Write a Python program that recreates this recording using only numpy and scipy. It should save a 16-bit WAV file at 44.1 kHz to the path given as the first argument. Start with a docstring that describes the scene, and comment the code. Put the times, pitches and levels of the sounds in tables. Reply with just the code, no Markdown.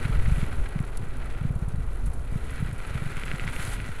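"""An icy track, heard from a camera mounted just behind a rolling electric trike.
Wind rumbles on the microphone, and the mount trembles and thuds as the ride jolts it.
The tyres roar on hard ice, crunch over frozen snow, crack chips and fling up a fine icy spray,
which swells into one short hissing slide near the end."""
import sys
import numpy as np
from scipy import signal
from scipy.fft import rfft, irfft, next_fast_len
from scipy.io import wavfile
from scipy.ndimage import uniform_filter1d

SR = 44100
rng = np.random.default_rng(int(sys.argv[2]) if len(sys.argv) > 2 else 0)


def file_out(sig):
    """Save sig as 16-bit WAV at sys.argv[1]."""
    # one column per channel
    cols = np.atleast_2d(sig).T
    # limit, then scale
    lim = np.clip(cols, -1, 1)
    pcm = np.round(lim * 32767).astype(np.int16)
    wavfile.write(sys.argv[1], SR, pcm)


N = 176400

# Fader rides for gusts, rolling roar, spray and crunch. 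Each row: time in seconds, relative level in dB.
WIND_RIDE = [(0, -30.5), (.11, -31), (.16, -21), (.36, -25.5), (.5, -31.5), (.6, -24.5), (.72, -36),
             (1.0, -30.5), (1.65, -33.5), (1.84, -28.5), (1.97, -32), (2.05, -27), (2.15, -31), (2.85, -35),
             (3.12, -33), (4, -34.5)]
ROAR_RIDE = [(0, -44.5), (.8, -47), (2.25, -49), (3.7, -48), (4, -51.5)]
SPRAY_RIDE = [(0, -53), (.2, -56), (.42, -51.5), (.5, -58.5), (.62, -56.5), (.7, -60.5), (1.3, -61),
              (1.5, -62.5), (2.25, -61), (2.62, -55), (2.7, -60), (3.0, -55.5), (3.49, -54), (3.55, -48.5),
              (3.66, -44.5), (3.74, -45.5), (3.78, -55.5), (4, -56)]
CRUNCH_RIDE = [(0, -38.5), (.14, -41.5), (.22, -45), (.32, -41.5), (.45, -41), (.6, -47), (.75, -46.5),
               (.88, -51), (1.12, -48.5), (1.24, -46.5), (1.42, -47.5), (1.56, -54.5), (1.95, -51.5),
               (2.19, -56), (2.3, -49), (2.62, -42), (2.75, -48), (2.88, -41), (3.35, -40.5), (3.7, -38),
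               (3.86, -43.5), (4, -42.5)]
# Tone of those four layers and of a snapping chip. Each row: frequency in Hz, relative gain in dB.
WIND_EQ = [(12, 2), (30, -7), (45, -3), (62, -10), (130, -20), (190, -39), (350, -59), (3000, -120)]
ROAR_EQ = [(60, -3.5), (140, -1), (200, -1.5), (240, 6), (300, -0.5), (440, 0), (600, -4.5), (1130, -9),
           (1360, -6), (1700, -16), (16000, -86)]
SPRAY_EQ = [(2000, -10), (4000, -2.5), (5200, -9.5), (7200, -4.5), (9400, -3), (10300, 1.5), (11300, -5),
            (12500, -12.5), (16000, -25)]
CRUNCH_EQ = [(300, -10.5), (800, -6), (1150, -6), (1340, 3), (1480, 2.5), (1640, -0.5), (1790, -4),
             (1960, 3.5), (2080, -3.5), (2280, -1), (2900, -8), (3150, -9), (3800, -14), (4050, -13),
             (5000, -23.5), (16000, -61)]
CHIP_EQ = [(400, 0.5), (1100, -22), (1450, 2.5), (1750, -3), (2000, 3.5), (2800, -2), (5000, -25.5),
           (16000, -48)]
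# Knocks to the mount. Each row: centre in seconds, relative level in dB.
MOUNT_JOLTS = [(0.056, -16), (0.099, -15.5), (0.158, -21), (0.284, -15), (0.321, -14.5), (0.383, -15.5),
               (.431, -14.5), (0.762, -15), (.806, -15.5), (1.033, -24.5), (1.416, -18), (1.453, -14.5),
               (1.508, -15), (1.564, -18), (1.626, -17.5), (1.682, -19.5), (1.743, -19.5), (1.786, -18),
               (2.073, -20), (2.326, -21.5), (2.361, -16.5), (2.471, -27.5), (2.628, -16.5), (2.73, -21.5),
               (2.911, -24), (2.955, -18.5), (3.023, -19), (3.064, -19.5), (3.176, -25), (3.342, -20),
               (3.452, -28)]
# Flung ice shatters close by. Each row: start in seconds, relative level in dB, decay in seconds.
ICE_STRIKES = [(.687, -39, 0.0015), (.801, -40, .002), (.849, -41, .002), (.970, -31.5, 0.0034),
               (1.167, -43, .003), (1.553, -44, 0.0018), (1.684, -40.5, 0.0038), (2.055, -39.5, 0.016),
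               (2.130, -42.5, 0.015), (2.726, -42, 0.005), (2.779, -43, .004), (2.864, -41, 0.011),
               (3.167, -38, .003), (3.251, -38, .006)]
# Chips crack under the tyres. Each row: start in seconds, relative peak in dB.
CHIP_SNAPS = [(.791, -27), (3.169, -25), (3.216, -29), (3.236, -21), (3.281, -22.5), (3.3155, -20),
              (3.397, -21), (3.4775, -21), (3.564, -24), (3.802, -24.5)]
# The treads scrape over patches of crust. Each row: start in seconds, level in dB.
CRUST_SCRAPES = [(0.048, -34.5), (.121, -37.5), (.253, -36), (0.656, -37.5), (0.834, -47.5), (1.214, -45)]

WIND_TRIM_DB, ROAR_TRIM_DB, SPRAY_TRIM_DB, CRUNCH_TRIM_DB = 4, 3, 0.5, -2
SPRAY_GRAINS_PER_S, CRUNCH_GRAINS_PER_S = 2300, 1200


def from_db(db):
    """Decibels to gain."""
    return 10 ** (np.asarray(db) / 20)


def rms_one(x):
    """Scale to rms 1."""
    return x / np.sqrt(np.mean(x ** 2) + 1e-20)


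def fader(rows):
    """A level curve drawn through the rows, at every sample."""
    return np.interp(np.arange(N) / SR, *np.transpose(rows))


def drift(rate_hz):
    """A slow random wobble with rms near 1."""
    hop, settle = 40, 2000
    pole = np.exp(-2 * np.pi * rate_hz * hop / SR)
    noise = rng.standard_normal(N // hop + settle + 2)
    slow = signal.lfilter([1], [1, -2 * pole, pole * pole], noise)[settle:]
    return np.interp(np.arange(N) / hop, np.arange(len(slow)), rms_one(slow))


def equalise(x, curve):
    """Minimum-phase EQ: nothing rings ahead of a hit."""
    size = next_fast_len(N + SR // 2) * 2
    hz, db = np.transpose(curve)
    bin_hz = np.maximum(np.arange(size // 2 + 1) * SR / size, 1)
    gain = from_db(np.interp(np.log(bin_hz), np.log(hz), db))
    cepstrum = irfft(np.log(gain))
    cepstrum[1:size // 2] *= 2
    cepstrum[size // 2 + 1:] = 0
    return irfft(rfft(x, size) * np.exp(rfft(cepstrum)), size)[:N]


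def resonance(x, hz, width_hz):
    """One ringing band, with gain 1 at its peak."""
    r = np.exp(-np.pi * width_hz / SR)
    feedback = [1, -2 * r * np.cos(2 * np.pi * hz / SR), r * r]
    return signal.lfilter(np.array([1, 0, -1]) * (1 - r * r) / 2, feedback, x)


def grains(per_s, spread_db):
    """Random clicks, many small and a few large; rms 1."""
    sizes = from_db(spread_db * np.minimum(rng.exponential(1, N), 4.5))
    signs = rng.choice([-1, 1], N)
    return rms_one(sizes * signs * (rng.random(N) < per_s / SR))


def bursts(rows, rise_s):
    """An envelope that swells and dies once for each row."""
    out = np.zeros(N)
    for start_s, db, decay_s in rows:
        start = int(start_s * SR)
        t = np.arange(min(N - start, SR // 2)) / SR
        shape = (1 - np.exp(-t / rise_s)) ** 2 * np.exp(-t / decay_s)
        out[start:start + len(t)] += from_db(db) * shape / shape.max()
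    return out


def wind():
    """Turbulence on the microphone: a deep bed of rumble that rides the gusts."""
    rumble = equalise(rng.standard_normal(N), WIND_EQ)
    steady = rumble / np.sqrt(uniform_filter1d(rumble ** 2, size=6000) + 1e-12)
    return from_db(WIND_TRIM_DB + fader(WIND_RIDE)) * steady


def mount_tremble(hz=104, width_hz=70, base_db=-43, follow=0.55):
    """Small jolts keep the mount shuddering, more so on crunchy ice."""
    roughness = fader(CRUNCH_RIDE)
    jolts = grains(per_s=40, spread_db=3.5)
    shudder = resonance(resonance(jolts, hz, width_hz), hz, width_hz)
    return from_db(base_db + follow * (roughness - roughness.mean())) * rms_one(shudder)


def mount_thuds(hz=134.5, width_hz=22, push_s=0.002, trim_db=-2.5, ring_db=-2.5, variety=0.13):
    """Each jolt is a soft push and rebound; the mount rings briefly, never quite at the same pitch."""
    t, out = np.arange(N) / SR, np.zeros(N)
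    for centre_s, db in MOUNT_JOLTS:
        softness, skew, tension = rng.uniform(-1, 1, 3)
        u = np.clip((t - centre_s) / (push_s * (1 + variety * softness)), -10, 10)
        push = from_db(db + trim_db) * (1 - u * u + skew * u) * np.exp(-u * u / 2)
        out += push + from_db(ring_db) * resonance(push, hz * (1 + variety * tension), width_hz)
    return out


def tyre_roar(flutter_db=0.67):
    """Treads roll on hard ice with a dull, even roar and a hollow ring."""
    gain = from_db(ROAR_TRIM_DB + fader(ROAR_RIDE) + flutter_db * drift(rate_hz=17))
    return gain * rms_one(equalise(rng.standard_normal(N), ROAR_EQ))


def crystal_pings(low_hz=4200, high_hz=13000, width_hz=2200, sizes=6):
    """Ice crystals land, each size pinging very briefly at its own pitch; rms 1."""
    pings = (resonance(grains(SPRAY_GRAINS_PER_S / sizes, spread_db=4.5), hz, width_hz)
             for hz in np.linspace(low_hz, high_hz, sizes))
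    return rms_one(sum(pings))


def ice_spray(bumps, bump_db=1.5, crystal_db=-2.5, follow=0.96):
    """Fine ice hisses off the wheels; the stronger the spray, the smoother and steadier it is."""
    ride_db = fader(SPRAY_RIDE)
    swing_db = ride_db - ride_db.mean()
    dust = from_db(swing_db) * rng.standard_normal(N)
    crystals = from_db(crystal_db + follow * swing_db) * crystal_pings()
    spurts = from_db(bump_db * bumps / np.maximum(1, from_db(swing_db / 2)))
    gain = from_db(SPRAY_TRIM_DB) * np.sqrt(np.mean(from_db(ride_db) ** 2))
    return gain * rms_one(equalise((dust + crystals) * spurts, SPRAY_EQ))


def ice_ticks(trim_db=-10):
    """Flung bits of ice strike and burst into tiny showers of bright grit."""
    grit = resonance(rng.standard_normal(N), hz=9000, width_hz=5500) + crystal_pings() / 4
    return from_db(trim_db) * bursts(ICE_STRIKES, rise_s=0.0024) * rms_one(equalise(grit, SPRAY_EQ))


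def ice_cracks(trim_db=1.5, crumble_db=-25, crumble_s=0.0017):
    """A chip snaps under the tyre, then crumbles for a few milliseconds."""
    snaps = np.zeros(N)
    for start_s, db in CHIP_SNAPS:
        snaps[int(start_s * SR)] += from_db(db)
    tails = signal.lfilter([1], [1, -np.exp(-1 / (crumble_s * SR))], snaps + 1e-18)
    crumbs = from_db(crumble_db) * tails * rng.standard_normal(N)
    click_peak = np.abs(equalise(signal.unit_impulse(N), CHIP_EQ)).max()
    return from_db(trim_db) * equalise(snaps + crumbs, CHIP_EQ) / click_peak


def tyre_crunch(bumps, bump_db=2.0, scrape_decay_s=0.0047):
    """Frozen snow breaks in grains and rings in tyres and mudguards; crusty patches scrape louder."""
    breaking = grains(CRUNCH_GRAINS_PER_S, spread_db=4.0) + rng.standard_normal(N)
    scrapes = bursts([(s, db, scrape_decay_s) for s, db in CRUST_SCRAPES], rise_s=0.0055)
    rolling = from_db(CRUNCH_TRIM_DB + fader(CRUNCH_RIDE) + bump_db * bumps)
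    return np.hypot(rolling, scrapes) * rms_one(equalise(breaking, CRUNCH_EQ))


def scene():
    """The mono mix: the uneven track stirs crunch and spray together in quick flurries."""
    track = drift(rate_hz=36)
    ripples = rms_one(track - uniform_filter1d(track, size=5000))
    bumps = 2 * np.tanh(ripples / 2)  # round off the biggest flurries
    tyres = tyre_roar() + tyre_crunch(bumps) + ice_spray(bumps) + ice_cracks() + ice_ticks()
    return (tyres + wind() + mount_thuds() + mount_tremble())[None]


def record(dry):
    """A steep high cut takes off the very top."""
    high_cut = signal.ellip(10, 0.1, 60, 15700, fs=SR, output="sos")
    return signal.sosfiltfilt(high_cut, dry)


dry = scene()
out = record(dry)
file_out(out)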